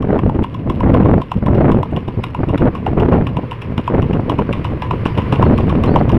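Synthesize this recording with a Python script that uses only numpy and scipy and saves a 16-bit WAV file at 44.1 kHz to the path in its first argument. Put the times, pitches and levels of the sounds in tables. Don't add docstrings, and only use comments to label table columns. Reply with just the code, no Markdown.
import sys
import numpy as np
from scipy import signal
from scipy.fft import rfft, irfft, next_fast_len
from scipy.io import wavfile
from scipy.ndimage import uniform_filter1d, minimum_filter1d

SR = 44100
rng = np.random.default_rng(int(sys.argv[2]) if len(sys.argv) > 2 else 0)


def log_audio(samples):
    frames = np.atleast_2d(samples).T
    limited = np.clip(frames, -1, 1)
    pcm = np.round(limited * 32767).astype(np.int16)
    wavfile.write(sys.argv[1], SR, pcm)


N = 272538
TIME = np.arange(N) / SR
STEP_MS = np.arange(SR // 8) * 1000 / SR


def undb(db):
    return 10 ** (np.asarray(db) / 20)


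def unit(x):
    return x / np.sqrt(np.mean(x ** 2))


def curve(table, at=TIME):
    return np.interp(at, *np.transpose(table))


def colour(x, points):
    size = 2 * next_fast_len(N)
    hz, db = np.transpose(sorted(points))
    freqs = np.maximum(np.arange(size // 2 + 1) * SR / size, 1)
    gain = undb(np.interp(np.log(freqs), np.log(hz), db))
    cepstrum = irfft(np.log(gain))
    cepstrum[1:size // 2] *= 2
    cepstrum[size // 2 + 1:] = 0
    return irfft(rfft(x, size) * np.exp(rfft(cepstrum)))[:N]


def noise(points):
    return unit(colour(rng.standard_normal(N), points))


def drift(rate_hz):
    span = int(SR / rate_hz)
    return unit(uniform_filter1d(uniform_filter1d(rng.standard_normal(N), span), span))


def steady(x, seconds):
    return x / np.sqrt(uniform_filter1d(x ** 2, int(seconds * SR)) + 1e-9)


def add(track, at, sound):
    start = int(np.clip(at * SR, 0, N - 1))
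    track[start:start + len(sound)] += sound[:N - start]


# time_s, level_db
ROAD_LEVEL = [(0.0, -44.5), (0.64, -44), (1.03, -40), (1.29, -45), (1.69, -41.5), (1.81, -42.5),
              (4.34, -39.5), (5.33, -34), (6.18, -37)]
# freq_hz, gain_db
RUMBLE_SPECTRUM = [(20, -21), (50, 1.5), (90, 5), (160, -1), (300, -25), (500, -15), (700, -30),
                   (1500, -39.5), (4000, -68.5)]
MOTOR_SPECTRUM = [(60, -55.5), (100, -24.5), (116, -1), (134, -34.5), (220, -49), (2000, -100)]
HISS_SPECTRUM = [(200, 10.5), (500, 16.5), (750, -4.5), (1000, 12), (1400, 1.5), (2200, 1.5), (2900, -4.5),
                 (3600, -15), (4300, -18), (5200, -23.5), (6200, -34), (8500, -41.5), (11000, -31),
                 (15500, -55)]


def road(rumble_db=-30, motor_db=-32, hiss_gain_db=5):
    level_db = curve(ROAD_LEVEL)
    swell = undb(level_db - level_db.mean())
    rumble = noise(RUMBLE_SPECTRUM) * undb(rumble_db + drift(24))
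    motor = steady(noise(MOTOR_SPECTRUM), .33) * undb(motor_db)
    hiss = noise(HISS_SPECTRUM) * undb(level_db + hiss_gain_db + drift(30))
    return (rumble + motor) * swell + hiss


# time_s, level_db
BREEZE_LEVEL = [(0, -18), (.33, -21.5), (.48, -28.5), (.78, -19), (1.3, -35), (1.55, -16.5), (1.87, -26),
                (2.3, -30), (2.78, -25), (3.33, -21.5), (3.56, -41.5), (3.72, -20.5), (3.84, -36),
                (4.15, -21), (4.8, -26.5), (5.3, -22), (5.75, -13.5), (6.18, -16.5)]
# start_s, length_s, eddy_db, flutter_db
WIND_GUSTS = [(0.033, 0.053, -30, -22.5), (0.087, 0.11, -19.5, -15.5), (0.231, 0.063, -12.5, -20),
              (0.346, 0.026, -18, -16), (0.387, 0.043, -14.5, -18), (0.658, 0.061, -17.5, -25.5),
              (0.831, .365, -10.5, -13), (1.355, 0.032, -12.5, -26.5), (1.424, 0.016, -12.5, -18),
              (1.462, .35, -13, -17), (1.583, 0.13, -35, -10.5), (1.921, 0.063, -19, -22),
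              (2.08, 0.016, -17, -19.5), (2.173, 0.029, -16, -24.5), (2.388, 0.028, -14, -19),
              (2.433, 0.014, -13, -13.5), (2.47, 0.048, -15.5, -22.5), (2.528, 0.032, -17, -13.5),
              (2.597, .1, -13, -12), (2.868, 0.087, -19, -22), (2.967, 0.1, -14, -13.5),
              (3.074, 0.16, -14.5, -15.5), (3.122, 0.032, -9, -8.5), (3.363, .022, -17, -27.5),
              (3.386, 0.0082, -17, -15.5), (3.43, 0.027, -22.5, -23.5), (3.778, 0.022, -15, -20),
              (3.899, 0.026, -26, -12), (3.931, 0.039, -15.5, -13.5), (3.977, 0.026, -12.5, -9.5),
              (4.003, 0.063, -14.5, -23.5), (4.093, 0.12, -18.5, -19.5), (4.275, 0.077, -26, -19.5),
              (4.383, 0.043, -17.5, -16.5), (4.49, 0.026, -19, -14), (4.566, 0.047, -23, -30),
              (4.702, 0.07, -20.5, -26), (4.919, 0.029, -18, -18), (5.058, 0.012, -16, -15),
              (5.174, 0.024, -15.5, -15.5), (5.323, 0.012, -6.5, -7), (5.389, 0.17, -12, -14.5),
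              (5.597, 0.012, -11, -15.5), (5.869, 0.16, -17, -15.5), (6.127, 0.05, -10, -14)]


def airflow():
    breeze_db = curve(BREEZE_LEVEL)
    eddy_power = undb(breeze_db) ** 2
    flutter_power = undb(1.075 * breeze_db - 6) ** 2
    for start, length, eddy_db, flutter_db in WIND_GUSTS:
        attack_s, release_s = np.array([.0027, .01]) + .11 * length
        rise, fall = (TIME - start) / attack_s, (start + length - TIME) / release_s
        gust = np.clip(.5 + np.minimum(rise, fall), 0, 1)
        eddy_power += (undb(eddy_db) * gust) ** 2
        flutter_power += (undb(flutter_db) * gust) ** 2
    return np.sqrt(eddy_power), np.sqrt(flutter_power)


# freq_hz, gain_db
EDDY_SPECTRUM = [(20, -9.5), (40, -7.5), (75, -0.5), (130, 1), (240, -3.5), (350, -11), (500, -24),
                 (800, -43.5), (2000, -94)]
FLUTTER_SPECTRUM = [(120, -15), (270, 4), (450, 1), (650, -6.5), (1000, -18), (1500, -28), (3000, -59),
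                    (6000, -90)]
SPUTTER_SPECTRUM = [(200, -10), (600, 13), (1200, 1.5), (2000, -6), (2800, -16), (4000, -30.5), (5500, -41),
                    (9000, -62.5)]


def wind(eddy_db=1.5, flutter_db=-1, puff_db=3.5, sputter_db=-4, knee_db=-7, port_hz=4200):
    eddy_strength, flutter_strength = airflow()
    eddies = steady(noise(EDDY_SPECTRUM), .035)
    thumps = eddies * eddy_strength * undb(eddy_db)
    puffs = undb(puff_db * drift(80)) * (.5 + np.abs(eddies))
    flutter = steady(noise(FLUTTER_SPECTRUM) * puffs, .045)
    flutter *= flutter_strength * undb(flutter_db)
    crests = np.tanh(np.abs(flutter) / undb(knee_db)) ** 2
    sputter = undb(sputter_db) * colour(rng.standard_normal(N) * crests, SPUTTER_SPECTRUM)
    port = signal.butter(4, port_hz, fs=SR, output="sos")
    return signal.sosfilt(port, thumps + flutter + sputter)


def crunch(size, spread_db=4):
    cracks = undb(spread_db * rng.exponential(size=size // 64 + 1))
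    return unit(rng.standard_normal(size) * np.repeat(cracks, 64)[:size])


# pitch_ratio, level_db, unstretched_peak_ms
HOLLOW_MODES = [(1, 2, 2.54), (.82, -11.5, 2.7), (1.2, -8, 1)]


def clop(hz, stretch, glide=.025, detune=.025):
    ring = 0
    for ratio, db, peak_ms in HOLLOW_MODES:
        age = STEP_MS / (peak_ms * stretch)
        pitch = hz * ratio * (1 + detune * rng.standard_normal())
        sink = 1 + glide * (np.exp(-age) - np.exp(-1))
        phase = 2 * np.pi * np.cumsum(pitch * sink) / SR
        ring += undb(db) * push(age) ** 2 * np.sin(phase)
    return ring


def push(age):
    return age * np.exp(1 - age)


# start_s, clop_db, pitch_hz, click_db
FOOTFALLS = [(.027, -23.5, 1070, -51.5), (.191, -13, 1064, -48), (.296, -11.5, 930, -53),
             (.444, -15.5, 940, -45.5), (.547, -23.5, 1080, -49), (.7, -13, 1050, -42),
             (.806, -13, 980, -48), (.947, -14, 1010, -45), (1.057, -15.5, 1060, -55),
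             (1.218, -16.5, 980, -48), (1.318, -10, 978, -43), (1.467, -15, 1040, -46),
             (1.552, -33, 1010, -51.5), (1.719, -15, 1016, -43.5), (1.831, -10.5, 960, -46.5),
             (1.969, -19.5, 1060, -47), (2.084, -24, 920, -51), (2.24, -17.5, 1040, -38.5),
             (2.348, -14.5, 950, -48), (2.493, -25, 995, -48), (2.581, -34, 1050, -44),
             (2.752, -18, 1070, -51), (2.865, -8, 850, -48.5), (3.004, -16.5, 940, -46),
             (3.125, -14, 1040, -50.5), (3.27, -19, 1030, -45.5), (3.369, -14.5, 930, -47.5),
             (3.517, -17.5, 1020, -47), (3.622, -24, 1010, -47), (3.78, -17, 940, -42),
             (3.878, -7.5, 980, -46.5), (4.026, -19.5, 1065, -47), (4.135, -22, 920, -47.5),
             (4.298, -8.5, 920, -40), (4.389, -10, 976, -46.5), (4.533, -21, 1060, -42),
             (4.648, -16, 990, -46), (4.822, -13.5, 920, -46), (4.91, -8.5, 950, -47),
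             (5.06, -16.5, 990, -41), (5.18, -19, 980, -44.5), (5.326, -14, 980, -39),
             (5.426, -3.5, 1000, -42.5), (5.584, -20, 1066, -43), (5.698, -19, 1116, -45),
             (5.838, -14, 1030, -39.5), (5.96, -3, 966, -41), (6.098, -14, 1030, -43)]
# toe_lead_ms, grit_offset_db, clop_length_ratio
GAIT = [(3.6, -1, 0.94), (1.8, 1, .75), (1.5, -4, .95), (5.4, -0.5, 0.96)]
# time_s, level_db
GRIT_LEVEL = [(0, -74.5), (1.6, -69.5), (3.2, -62), (4.0, -65), (4.8, -57.5), (5.25, -52), (5.5, -56.5),
              (6.18, -55.5)]
# freq_hz, gain_db
IRON_SPECTRUM = [(500, -5.5), (1300, 5.5), (1900, 2.5), (2400, 6), (2830, 12.5), (3150, 2.5), (3500, 2.5),
                 (4400, -17), (5400, -11), (6300, -23), (7300, -21.5), (9800, -21), (12500, -29.5),
                 (15500, -29.5)]
SCUFF_SPECTRUM = [(400, 11), (750, 56), (1000, 65), (1150, 55), (1400, 43.5), (2500, 20.5), (6000, -7)]


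def hooves(toe_ms=.84, heel_ms=.89, skim_ms=4, grit_ms=29, scuff_ms=36, grit_cutoff_hz=9000, pebbles=6):
    clops, clicks, stones, scuffs = np.zeros((4, N))
    ms, size = STEP_MS, len(STEP_MS)
    for step, (at, clop_db, hz, click_db) in enumerate(FOOTFALLS):
        lead_ms, grit_offset_db, stretch = GAIT[step % len(GAIT)]
        stretch *= np.exp(rng.uniform(-.25, .25))
        toe_at = at - abs(lead_ms) / 1000
        click = undb(click_db + 23)
        toe, heel, slide = rng.standard_normal((3, size))
        skim = crunch(size) * np.exp(-ms / skim_ms)
        skim = skim[:SR // 50][::-1]
        add(clicks, toe_at - len(skim) / SR, click * undb(-12) * skim)
        add(clicks, toe_at, click * toe * push(ms / toe_ms))
        add(clicks, at, click * undb(-4) * heel * push(ms / heel_ms))
        add(clops, toe_at, undb(clop_db - 14) * clop(hz * 1.06, stretch / 2))
        add(clops, at, undb(clop_db + .45) * clop(hz, stretch))
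        scrape_db = curve(GRIT_LEVEL, at) + grit_offset_db
        add(stones, at, undb(scrape_db + 27) * crunch(size) * np.exp(-ms / grit_ms))
        add(scuffs, at, undb(scrape_db - 15) * slide * np.exp(-ms / scuff_ms))
        for delay_s in rng.uniform(.015, .1, pebbles):
            pebble = undb(rng.normal(-17, 4)) * rng.standard_normal(size)
            add(clicks, at + delay_s, click * pebble * np.exp(-ms / toe_ms))
    stones = signal.sosfilt(signal.butter(1, grit_cutoff_hz, fs=SR, output="sos"), stones)
    return clops + colour(clicks + stones, IRON_SPECTRUM) + colour(scuffs, SCUFF_SPECTRUM)


def street(direct, wall_s=.025, wander_s=.002, wall_db=-16, scatter_db=-8, t60_s=.075, places=4):
    t = np.arange(SR // 2) / SR
    envelope = np.exp(-np.log(1000) * t / t60_s) * (1 - np.exp(-t / .00067))
    position = TIME / TIME[-1] * (places - 1)
    scattered = np.zeros(N)
    for place in range(places):
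        echoes = rng.standard_normal(len(t)) * envelope
        echoes *= undb(scatter_db) / np.linalg.norm(echoes)
        nearness = np.clip(1 - np.abs(position - place), 0, 1)
        scattered += signal.fftconvolve(direct * np.sqrt(nearness), echoes)[:N]
    delay_s = wall_s + wander_s * drift(.95)
    slap = np.interp(TIME - delay_s, TIME, direct, left=0)
    return direct + undb(wall_db) * slap + scattered


def chirp(length_s, start_hz, end_hz, waver=.025):
    size = int(length_s * SR)
    wobble = unit(uniform_filter1d(rng.standard_normal(size), SR // 250))
    hz = np.linspace(start_hz, end_hz, size) * (1 + waver * wobble)
    return signal.windows.tukey(size, .5) * np.sin(2 * np.pi * np.cumsum(hz) / SR)


# start_s, length_s, start_hz, end_hz, level_db
CLEAR_CHIRPS = [(5.084, .06, 5000, 4800, -58), (5.447, 0.025, 4400, 4100, -48),
                (5.539, 0.041, 3980, 4300, -53), (5.87, 0.024, 4270, 4030, -42),
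                (5.886, 0.073, 4400, 4580, -50), (5.985, 0.02, 4000, 4460, -46)]


def bird(twitters=36, twitter_hz=(3880, 5300), twitter_db=-65.5, mean_length_s=.042, sweep=.05):
    song = np.zeros(N)
    for at, length_s, start_hz, end_hz, db in CLEAR_CHIRPS:
        add(song, at, undb(db) * chirp(length_s, start_hz, end_hz))
    for when, pitch, slope, size in rng.random((twitters, 4)):
        hz = np.interp(pitch, [0, 1], twitter_hz)
        bend = sweep * (2 * slope - 1)
        call = chirp(mean_length_s * (.5 + size), hz * (1 - bend), hz * (1 + bend))
        add(song, when * TIME[-1], undb(twitter_db) * call)
    return song


def scene():
    mix = street(hooves() + bird()) + wind() + road()
    fades = signal.windows.tukey(N, .002)
    return (mix * fades)[None]


def record(dry, ceiling=.98, top_hz=16000):
    span = SR // 300
    needed_gain = ceiling / np.maximum(np.abs(dry), ceiling)
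    gain = uniform_filter1d(minimum_filter1d(needed_gain, span), span)
    lowpass = signal.ellip(8, .2, 70, top_hz, fs=SR, output="sos")
    return signal.sosfilt(lowpass, dry * gain)


dry = scene()
out = record(dry)
log_audio(out)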